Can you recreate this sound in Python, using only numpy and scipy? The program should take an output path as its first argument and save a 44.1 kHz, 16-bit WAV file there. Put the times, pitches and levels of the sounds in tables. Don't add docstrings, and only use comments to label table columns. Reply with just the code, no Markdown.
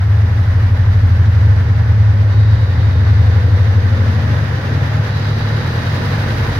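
import sys
import numpy as np
from scipy.fft import rfft, irfft, next_fast_len
from scipy.io import wavfile
from scipy.ndimage import map_coordinates

SR = 44100
rng = np.random.default_rng(int(sys.argv[2]) if len(sys.argv) > 2 else 0)


def to_wav(s):
    ch = np.atleast_2d(s).T
    pcm = np.round(np.clip(ch, -1, 1) * 32767)
    wavfile.write(sys.argv[1], SR, pcm.astype(np.int16))


N = 290619
SIZE = next_fast_len(N + SR)
HZ = np.fft.rfftfreq(SIZE, 1 / SR)
TIME = np.arange(N) / SR
IDLE_RPM = 1336.7

# (time [s], way from tail 0 to engine bay 1 [ratio], exhaust gain [dB])
WALK = [(0, 0, -1), (1.4, 0.18, 3), (2.2, 0.18, 0.7), (3.1, 0.29, 3), (3.7, 0.39, 1.1), (4.3, 0.65, 1.5),
        (5.1, 0.78, -1.5), (6.1, 1, -0.5), (6.59, 1, -1.5)]


def amp(db):
    return 10 ** (np.asarray(db) / 20)


def along(points):
    f, v = np.transpose(points)
    return np.interp(np.log(HZ + 1), np.log(f + 1), v)


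def curves(rows):
    s, *cols = np.transpose(rows)
    return [np.interp(TIME, s, c) for c in cols]


def wobble(rate_hz):
    knots = rng.standard_normal(int(N * rate_hz / SR) + 4)
    return map_coordinates(knots, [TIME * rate_hz])


def filtered(x, response):
    return irfft(rfft(x, SIZE) * response, SIZE)[..., :N]


def resonances(modes):
    total = 0
    for k, (centre_hz, width_hz, db) in enumerate(modes):
        damping = 1j * HZ * width_hz
        total = total + (-1) ** k * amp(db) * damping / (centre_hz ** 2 - HZ ** 2 + damping)
    return total


def panned(x, pan_db):
    return x * amp(np.vstack([pan_db, -pan_db]) / 2)


def noise(response):
    # (frequency [Hz], correlation [ratio])
    likeness = [(150, 0.52), (270, 1), (500, 0.61), (900, 0.11), (3000, -0.044), (10000, -.1)]
    turn = np.arccos(np.clip(along(likeness), -.9, .99)) / 2
    weights = np.array([np.cos(turn), np.sin(turn)])
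    mid, side = filtered(rng.standard_normal((2, SIZE)), response * weights)
    return np.array([mid + side, mid - side]) / np.std(mid)


def room_ripple(depth_db, step_hz):
    knots = rng.standard_normal(SR // 2)
    return amp(depth_db * np.interp(HZ / step_hz, np.arange(len(knots)), knots))


def engine_rpm():
    swing_rpm, hunt_period_s, crest_s = 194.2, 3.004, .728
    lean_rad = .112
    trough_rpm = 19
    swing = 2 * np.pi * (TIME - crest_s) / hunt_period_s
    leaning = np.cos(swing - lean_rad * np.cos(swing))
    return IDLE_RPM + swing_rpm * leaning - trough_rpm * np.cos(2 * swing)


def revs():
    return np.log2(engine_rpm() / IDLE_RPM)


def engine_cycles():
    return np.cumsum(engine_rpm()) / (2 * 60 * SR)


def beyond(way, width):
    return .5 + .5 * np.tanh((curves(WALK)[0] - way) / (2 * width))


def approach(tail_db, bay_db, db_per_octave, bend):
    way = np.clip(curves(WALK)[0], 0, 1)
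    return tail_db + (bay_db - tail_db) * way ** bend + db_per_octave * revs()


def firings(cycles, scatter_db, jitter_s):
    cylinders = [(.165, .89), (.37, .74), (.616, .95), (.903, .96)]
    lumpiness = 1.7
    place, size = np.transpose(cylinders)
    when = (np.arange(-4, int(cycles[-1]) + 1)[:, None] + place).ravel()
    spread = 2 ** (-lumpiness * np.interp(when, cycles, revs()))
    chance = rng.standard_normal((len(when), 2)) * spread[:, None]
    at = np.where(when < 0, when / cycles[0], np.interp(when, cycles, np.arange(N)))
    at = at + jitter_s * SR * chance[:, 0]
    pulses = np.zeros(SIZE)
    pulses[at.astype(int)] = np.resize(size, len(when)) * amp(scatter_db * chance[:, 1])
    return pulses


def order(cycles, count):
    return np.sqrt(2) * np.sin(2 * np.pi * count * cycles)


def exhaust_drone(cycles):
    # (frequency [Hz], width [Hz], gain [dB])
    rear_modes = [(82.7, 11.7, -19.5), (105.02, 7.65, -14), (119.8, 28, -32.5), (139, 6.5, -35),
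                  (157.4, 9.6, -39)]
    # (frequency [Hz], width [Hz], gain [dB])
    side_modes = [(85.3, 15.6, -30.5), (107.3, 10.2, -24.5), (127.6, 15, -31.5), (149.9, 6.2, -29)]
    flank = beyond(way=.57, width=.05)
    pulses = amp(66.0) * firings(cycles, scatter_db=1.14, jitter_s=0.00037)
    ragged = amp(70.5) * firings(cycles, scatter_db=2.2, jitter_s=0.00048)
    low_pass = 1 / (1 + (HZ / 230) ** 6)
    high_pass = HZ ** 4 / (HZ ** 4 + 48 ** 4)
    muffler = low_pass * high_pass
    rear = filtered(pulses, resonances(rear_modes) * muffler)
    beside = filtered(ragged, resonances(side_modes) * muffler)
    return amp(curves(WALK)[1]) * ((1 - flank) * rear + flank * beside)


def firing_boom(cycles):
    # (time [s], level [dB])
    boom_level = [(0, -43), (.9, -30.5), (1.6, -43.5), (2.25, -33), (2.8, -50), (4.5, -50), (5.45, -26),
                  (5.9, -45), (6.59, -32)]
    db_per_octave = 30
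    boom_db = curves(boom_level)[0] + db_per_octave * revs() + 1.3 * wobble(6.7)
    return amp(boom_db) * (order(cycles, 4) + amp(-5) * order(cycles, 5))


def cabin_hum(cycles):
    door_s, half_length_s, peak_db = 4.0, 0.17, -29.5
    passing = 1 / (1 + ((TIME - door_s) / half_length_s) ** 2)
    return amp(peak_db) * passing * (order(cycles, 18) + amp(-8.5) * order(cycles, 42))


def exhaust(cycles):
    # (time [s], left over right [dB], delay of left behind right [s])
    bearing = [(0, .7, 0), (1.9, .3, .0003), (4.4, 1.9, .0001), (5.3, .3, .00005), (6.59, .2, -.0001)]
    sound = exhaust_drone(cycles) + firing_boom(cycles) + cabin_hum(cycles)
    pan_db, lag_s = curves(bearing)
    ears = [np.interp(TIME + ear * lag_s / 2, TIME, sound) for ear in (-1, 1)]
    return panned(np.array(ears), pan_db)


def panels(cycles):
    # (frequency [Hz], width [Hz], gain [dB])
    body_modes = [(183, 61, -46.5), (222.6, 12, -38), (260, 13, -42), (498, 61, -52)]
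    # (frequency [Hz], width [Hz], gain [dB])
    cabin_modes = [(216.2, 11, -41.5), (465, 45, -43.5), (526, 35, -44)]
    shut_db, open_db = -24, -.5
    knocks = amp(59.5) * firings(cycles, scatter_db=3.0, jitter_s=0.0004)
    damping = 1 / (1 + (HZ / 800) ** 4)
    body_db = approach(tail_db=-2.5, bay_db=3.0, db_per_octave=2.5, bend=0.84)
    cabin_db = shut_db + (open_db - shut_db) * beyond(way=.19, width=.025) + 9 * revs()
    body = amp(body_db) * filtered(knocks, resonances(body_modes) * damping)
    cabin = amp(cabin_db) * filtered(knocks, resonances(cabin_modes) * damping)
    return body + cabin


def machinery(cycles):
    # (frequency [Hz], density [dB per Hz])
    rumble_spectrum = [(110, -31.5), (185, -1), (231, -1.5), (323, -10), (440, -10), (479, -7.5),
                       (650, -11), (840, -46.5), (1430, -120)]
    roar_spectrum = [(380, -31), (650, -3.5), (1020, -0.5), (1120, -3), (1840, -0.5), (2200, -8.5),
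                     (2860, -39), (4840, -120)]
    hiss_spectrum = [(1290, -27), (2200, -11), (2350, -1.5), (3060, -4.5), (3430, -6), (3720, -4),
                     (4230, -7), (4790, -6.5), (6240, -14.5), (7380, -25.5), (8000, -28.5), (10400, -59.5),
                     (17600, -120)]
    fizz_spectrum = [(4410, -28.5), (7500, -7), (8830, -0.5), (11300, 0.5), (15500, -2.5)]
    rumble_db = approach(tail_db=-34.5, bay_db=-27.5, db_per_octave=1.5, bend=.85)
    roar_db = approach(tail_db=-35.0, bay_db=-29.0, db_per_octave=2.0, bend=1.0)
    hiss_db = approach(tail_db=-45.5, bay_db=-37.5, db_per_octave=2.5, bend=1.07)
    fizz_db = approach(tail_db=-60.0, bay_db=-51.5, db_per_octave=5, bend=2.0)
    throb_db = 0.67 * np.cos(2 * np.pi * (cycles - .37)) + 0.45 * wobble(22)
    roar_shape = amp(along(roar_spectrum)) * room_ripple(depth_db=1.43, step_hz=22.1)
    hiss_shape = amp(along(hiss_spectrum)) * room_ripple(depth_db=1.3, step_hz=47.3)
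    rumble = amp(rumble_db + 0.8 * wobble(11)) * noise(amp(along(rumble_spectrum)))
    roar = amp(roar_db + throb_db + 0.71 * wobble(90)) * noise(roar_shape)
    hiss = amp(hiss_db + throb_db + 0.67 * wobble(140)) * noise(hiss_shape)
    intake = amp(throb_db) * air_valve_hiss()
    fizz = amp(fizz_db + 1.2 * throb_db + .6 * wobble(200)) * noise(amp(along(fizz_spectrum)))
    return rumble + panned(roar, -.9) + panned(hiss + intake, -3.0) + panned(fizz, -0.9)


def shudder():
    # (frequency [Hz], density [dB per Hz])
    shudder_spectrum = [(15, -13), (30, -5), (45, -2.5), (70, -2.5), (150, -1), (220, -46)]
    low_pass = 1 / (1 + (HZ / 250) ** 4)
    return amp(-39) * noise(amp(along(shudder_spectrum)) * low_pass)


def air_valve_hiss():
    # (time [s], initial level [dB], initial pitch [ratio to modes])
    valve_opens = [(2.25, -45.5, 1.005), (5.05, -41.5, 1.04)]
    # (frequency [Hz], width [Hz], gain [dB])
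    intake_modes = [(3770, 180, 1.5), (4680, 400, -5.5)]
    attack_s, close_db_per_s, sag_per_s = 0.06, 3.5, .025
    sound = np.zeros((2, N))
    for start_s, db, pitch in valve_opens:
        age_s = np.maximum(TIME - start_s, 0)
        air = noise(resonances(intake_modes) * resonances([(4100, 2800, 0)]))
        read_s = age_s * (pitch - sag_per_s * age_s / 2)
        sinking = np.array([np.interp(read_s, TIME, ear) for ear in air])
        attack = 1 - np.exp(-age_s / attack_s)
        sound += attack * amp(db - close_db_per_s * age_s) * sinking
    return sound


def scene():
    cycles = engine_cycles()
    return exhaust(cycles) + panels(cycles) + machinery(cycles) + shudder()


def record(dry):
    top_hz = 15750
    return filtered(dry, HZ < top_hz)


dry = scene()
out = record(dry)
to_wav(out)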